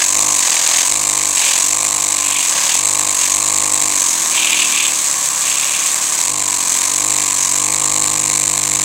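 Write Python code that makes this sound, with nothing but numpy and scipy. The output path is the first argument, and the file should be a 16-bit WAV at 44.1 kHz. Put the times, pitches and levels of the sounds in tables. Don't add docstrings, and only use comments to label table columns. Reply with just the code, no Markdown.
import sys
import numpy as np
from scipy import signal
from scipy.fft import rfft, irfft
from scipy.io import wavfile
from scipy.ndimage import uniform_filter1d

SR = 44100
rng = np.random.default_rng(int(sys.argv[2]) if len(sys.argv) > 2 else 0)


def put_to_file(sound):
    columns = np.atleast_2d(sound).T
    safe = np.clip(columns, -1, 1)
    whole_steps = np.round(safe * 32767)
    wavfile.write(sys.argv[1], SR, whole_steps.astype(np.int16))


N = 389844
T = np.arange(N) / SR
FFT_SIZE = 2 ** 19
BIN_HZ = np.fft.rfftfreq(FFT_SIZE, 1 / SR)
FULL_SPEED_HZ = 50.4

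# time_s, speed_hz
CRANK_SPEED = [(0.0, 44.6), (0.185, 51.39), (0.329, 49.88), (0.506, 41.61), (0.735, 40.87), (0.947, 51.65),
               (1.292, 49.97), (1.442, 41.48), (1.755, 51.19), (2.378, 48.73), (2.551, 34.13),
               (2.68, 36.75), (2.814, 50.51), (3.106, 50.28), (3.212, 44.61), (3.399, 50.99),
               (3.887, 50.03), (4.286, 39.38), (4.371, 41.27), (5.02, 36.39), (5.376, 32.37), (5.59, 35.96),
               (6.146, 36.43), (6.33, 50.47), (6.71, 43.44), (7.084, 51.2), (7.446, 45.75), (7.687, 50.68),
               (8.84, 50.08)]
# time_s, suction_db, fit (0 loose, 1 tight)
NOZZLE_GRIP = [(0.0, -1.5, 0), (0.26, 1.5, 0.07), (0.5, -1, 0), (1.0, 0, 0), (2.0, -0.26, 0), (3.1, 0, .15),
               (3.9, .5, 0.13), (4.2, 0, 0), (5.1, 0, 0), (6.15, -.5, 0.07), (6.35, -2, 0.73),
               (6.8, 0, 0.14), (7.45, -0.5, 0.67), (7.85, 0, 0.6), (8.84, -0.5, 1)]
# phase_turns, opening_db
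VALVE_CYCLE = [(0, -4), (.07, -6), (.15, -14), (.3, -22), (.44, -18), (.52, -6), (.59, 2.5), (.7, 3),
               (.84, -.5), (.95, -3)]
# harmonic, level_db
PULSE_HARMONICS = [(1, -47), (2, -48.5), (3, -43.5), (4, -50.5), (5, -43), (6, -39), (7, -47.5), (8, -52),
                   (9, -47), (10, -45.5), (11, -44), (12, -64), (13, -47.5), (14, -42.5), (15, -51),
                   (16, -55), (17, -40), (18, -51), (19, -41), (20, -47), (21, -33.5), (22, -40.5),
                   (23, -38.5), (24, -52), (25, -49.5), (26, -49.5)]
# freq_hz, gain_db
CASE_RESPONSE = [(30, -34), (78, -28.5), (115, -24), (155, -9.5), (200, -22), (280, -6), (365, -5),
                 (420, -11.5), (520, 4), (820, 2), (1000, 6.5), (1130, -5), (1280, -12), (1380, -10)]
# time_s, hum_db, ring_db
CASE_HUM_RING = [(0.0, -39, -33), (0.27, -37, -27.5), (0.4, -38, -30.5), (2.6, -38.5, -30.5),
                 (3.8, -37.5, -30.5), (4.6, -32.5, -31), (5.35, -43.5, -32), (5.9, -40, -27),
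                 (6.5, -35, -29.5), (7.4, -36.5, -30.5), (8.1, -35.5, -30), (8.3, -35.5, -33.5),
                 (8.84, -35.5, -33)]
# pitch_hz, width_hz, level_db
CYLINDER_MODES = [(910, 510, -13.5), (2280, 510, -8), (4080, 590, -8.5), (6200, 1030, -5.5),
                  (7590, 850, 3.5), (9860, 600, -35), (11140, 530, -20), (13200, 2500, -21.5),
                  (14700, 800, -41)]

# freq_hz, density_db
CHATTER_SPECTRUM = [(60, -40), (350, -26), (550, 1), (1100, 3.5), (1350, -7), (1600, 3), (2300, 5.5),
                    (3700, 4.5), (5200, 5.5), (8000, -43), (15000, -75)]
RIM_SPECTRUM = [(2000, -40), (4500, -19), (5500, -11), (6000, -3), (6550, 3), (7100, -2), (7700, -19),
                (10000, -23), (16000, -37)]
GAP_SPECTRUM = [(300, -55), (1600, -28), (2050, -12), (2380, 1), (2750, -1), (3050, -5), (3500, -3.5),
                (3900, -8.5), (5500, -26), (15000, -55)]
RUMBLE_SPECTRUM = [(40, -46), (150, -19.5), (290, -11.5), (430, -16), (540, -8), (850, -8.5), (1000, 0),
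                   (1130, 2), (1280, -7), (1380, -13), (1600, -5), (5000, -28)]
LEAK_SPECTRUM = [(40, -48), (1400, -21), (2300, -12), (3200, -13), (4100, -10.5), (5450, -10.5), (6600, 1),
                 (7120, -5.5), (7620, .5), (8500, -4.5), (9600, -13), (10600, -14.5), (12000, -19.5),
                 (16000, -23)]
INTAKE_SPECTRUM = [(40, -20), (1400, -29), (2300, -10.5), (3400, -16), (4150, -9.5), (4800, -15),
                   (5800, -13.5), (6500, -1.5), (7100, 0), (7700, -0.5), (8600, -5), (10000, -15),
                   (12500, -23), (16000, -28)]

# start_s, rise_s, hold_s, relative_db
CHATTER_SPELLS = [(0.0, 0.004, 0.013, -27.5), (.39, 0.047, .25, -33.5), (.68, 0.049, 0.095, -31.5),
                  (1.35, 0.023, .2, -34.5), (2.46, 0.11, 0.14, -33.5), (3.18, 0.03, 0.009, -37)]
RIM_SPELLS = [(0.0, .005, 0.85, -21), (1.35, 0.13, 0.23, -23), (2.4, .15, 0.21, -25), (3.14, .08, .13, -23),
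              (3.92, 0.18, .04, -21.5), (7.3, .1, .05, -21)]
GAP_SPELLS = [(1.33, .12, 0.054, -23.5), (2.1, .3, .025, -24.5), (2.68, 0.026, .01, -23.5),
              (3.17, 0.041, .02, -28.5), (4.31, 0.064, 0.26, -20), (4.68, .12, 0.043, -22),
              (5.33, .2, 0.33, -29)]


def from_db(db):
    return 10 ** (np.asarray(db) / 20)


def unit_rms(x):
    return x / np.sqrt(np.mean(x ** 2) + 1e-20)


def curves(rows):
    time_s, *columns = np.transpose(rows)
    return [np.interp(T, time_s, column) for column in columns]


def db_at(spectrum, hz):
    freq_hz, db = np.transpose(spectrum)
    return np.interp(np.log(hz + 1), np.log(freq_hz + 1), db)


def colour(x, spectrum):
    response = unit_rms(from_db(db_at(spectrum, BIN_HZ)))
    return irfft(rfft(x, FFT_SIZE) * response)[:N]


def wander(rate_hz):
    lowpass = np.exp(-(BIN_HZ / rate_hz) ** 2)
    return unit_rms(irfft(rfft(rng.standard_normal(FFT_SIZE)) * lowpass)[:N])


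def turbulence(flicker_db, rate_hz):
    return unit_rms(rng.standard_normal(N) * from_db(flicker_db * wander(rate_hz)))


def envelope(spells, release_s):
    gain = 0
    for start_s, rise_s, hold_s, db in spells:
        rise = np.clip((T - start_s) / rise_s, 0, 1)
        released_s = np.maximum(T - start_s - rise_s - hold_s, 0)
        gain += from_db(db) * rise * np.exp(-released_s / release_s)
    return gain


def speed_loss(speed_hz):
    lost_hz = np.maximum(FULL_SPEED_HZ - speed_hz, 0)
    return lost_hz, 1 - np.exp(-lost_hz / 3.14)


def valve_opening(turns, speed_hz, slip_turns_per_hz=.0089):
    phase_turns, opening_db = np.transpose(VALVE_CYCLE)
    early_turns = slip_turns_per_hz * (FULL_SPEED_HZ - speed_hz) * np.sin(np.pi * (turns % 1))
    return from_db(np.interp(turns + early_turns, phase_turns, opening_db, period=1))


def room_echo(x, level_db=-14.5, t60_s=.23):
    t = T[:SR // 3]
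    tail = rng.standard_normal(len(t)) * from_db(-60 * t / t60_s) * (t > .003)
    return from_db(level_db) * signal.oaconvolve(x, tail / np.linalg.norm(tail))[:N]


def parts_chatter(opening, gain_db=10.5):
    ticks = unit_rms(turbulence(flicker_db=3.4, rate_hz=900) * (opening + .23))
    return colour(from_db(gain_db) * envelope(CHATTER_SPELLS, release_s=.026) * ticks, CHATTER_SPECTRUM)


def rim_rush(opening):
    flow = unit_rms(turbulence(flicker_db=2, rate_hz=500) * (opening + .4))
    return colour(envelope(RIM_SPELLS, release_s=.054) * flow, RIM_SPECTRUM)


def gap_warble(opening, gain_db=2):
    flow = unit_rms(turbulence(flicker_db=3, rate_hz=150) * (opening + 1.6))
    return colour(from_db(gain_db) * envelope(GAP_SPELLS, release_s=.058) * flow, GAP_SPECTRUM)


def case_rumble(opening, push, gain_db=-31):
    flow = opening + 1.03 / push
    flow /= np.sqrt(uniform_filter1d(flow ** 2, size=8000))
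    spare_power = np.maximum(1.6 - push ** 2, 0)
    rumble = colour(rng.standard_normal(N) * flow, RUMBLE_SPECTRUM)
    return from_db(gain_db) * np.sqrt(spare_power) * rumble


def pulse_band(turns, speed_hz, first, last, smear_cycles=.23):
    band, power = 0, 0
    for k, db in PULSE_HARMONICS[first - 1:last]:
        gain = from_db(db + db_at(CASE_RESPONSE, k * speed_hz) - db_at(CASE_RESPONSE, k * FULL_SPEED_HZ))
        lag_cycles = k * .051 + smear_cycles * rng.standard_normal()
        band += gain * np.cos(2 * np.pi * (k * turns - lag_cycles))
        power += gain ** 2 / 2
    return band / np.sqrt(power)


def case_thump(turns, speed_hz, opening, fit):
    lost_hz, gap = speed_loss(speed_hz)
    hum_db, ring_db = curves(CASE_HUM_RING)
    push = from_db(-1.04 * lost_hz)
    beat = from_db(-48 - 1.6 * lost_hz + 3 * fit) * pulse_band(turns, speed_hz, 1, 1)
    boom = from_db(-45.5 - 7 * gap + 10.5 * fit) * pulse_band(turns, speed_hz, 2, 4)
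    hum = from_db(hum_db - 6 * gap) * pulse_band(turns, speed_hz, 5, 10)
    knock = pulse_band(turns, speed_hz, 11, 26) * (valve_opening(turns, speed_hz) + .84)
    ring = from_db(ring_db) * push * unit_rms(knock)
    return beat + boom + hum + ring + case_rumble(opening, push)


def valve_hiss(opening, speed_hz, fit, surge_hz_per_s=48):
    lost_hz, gap = speed_loss(speed_hz)
    pickup_hz_per_s = np.maximum(uniform_filter1d(np.gradient(speed_hz) * SR, size=3000), 0)
    surge_db = np.tanh(pickup_hz_per_s / surge_hz_per_s)
    intake_db = -15.5 + 3 * gap - .34 * lost_hz + surge_db
    leak_db = -27.5 + 10 * gap - 8.5 * fit
    gulps = from_db(intake_db) * opening * turbulence(flicker_db=1.6, rate_hz=700)
    shut = np.sqrt(np.clip(1 - opening ** 2, .05, 1))
    leak = from_db(leak_db) * shut * turbulence(flicker_db=3.5, rate_hz=230)
    stray = np.clip((leak_db + 31.5) / 17.5, 0, 1)
    return colour((1 - stray) * gulps, INTAKE_SPECTRUM) + colour(leak + stray * gulps, LEAK_SPECTRUM)


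def valve_snaps(turns, speed_hz, base_db=-19.5, spread_db=3.3, jitter_s=.00008, scrape_s=.0012):
    _, gap = speed_loss(speed_hz)
    shut_at = np.flatnonzero(np.diff(np.floor(turns + .02)) > 0)
    force, jitter = rng.standard_normal((len(shut_at), 2)).T
    force_db = np.interp(T, T[shut_at], spread_db * force)
    click_at = shut_at + np.round(jitter * jitter_s * SR).astype(int)
    clicks = np.zeros(N)
    clicks[np.clip(click_at, 0, N - 1)] = 1
    t = T[:512]
    scrapes = .1 * rng.standard_normal(N) * signal.oaconvolve(clicks, np.exp(-t / scrape_s))[:N]
    ring = 0
    for pitch_hz, width_hz, db in CYLINDER_MODES:
        swell_and_decay = width_hz ** 2 * t * np.exp(-1.2 * np.pi * width_hz * t)
        ring += from_db(db) * swell_and_decay * np.sin(2 * np.pi * pitch_hz * t)
    snaps = unit_rms(signal.oaconvolve(clicks + scrapes, ring)[:N])
    return from_db(base_db - 4 * gap + force_db) * snaps


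def scene():
    speed_hz, = curves(CRANK_SPEED)
    suction_db, fit = curves(NOZZLE_GRIP)
    turns = np.cumsum(speed_hz) / SR - .267
    opening = valve_opening(turns + .024 * wander(rate_hz=40), speed_hz)
    hiss = valve_hiss(opening, speed_hz, fit)
    thump = case_thump(turns + .002 * wander(rate_hz=17), speed_hz, opening, fit)
    direct = from_db(suction_db) * (hiss + thump) + valve_snaps(turns, speed_hz)
    direct += rim_rush(opening) + gap_warble(opening) + parts_chatter(opening)
    return (direct + room_echo(direct))[None]


def record(dry):
    ceiling, cutoff_hz = .82, 15900
    rounded = dry / (1 + (dry / ceiling) ** 6) ** (1 / 6)
    lowpass = signal.firwin(511, cutoff_hz, window=("kaiser", 9), fs=SR)
    return signal.oaconvolve(rounded, lowpass[None], "same")


dry = scene()
out = record(dry)
put_to_file(out)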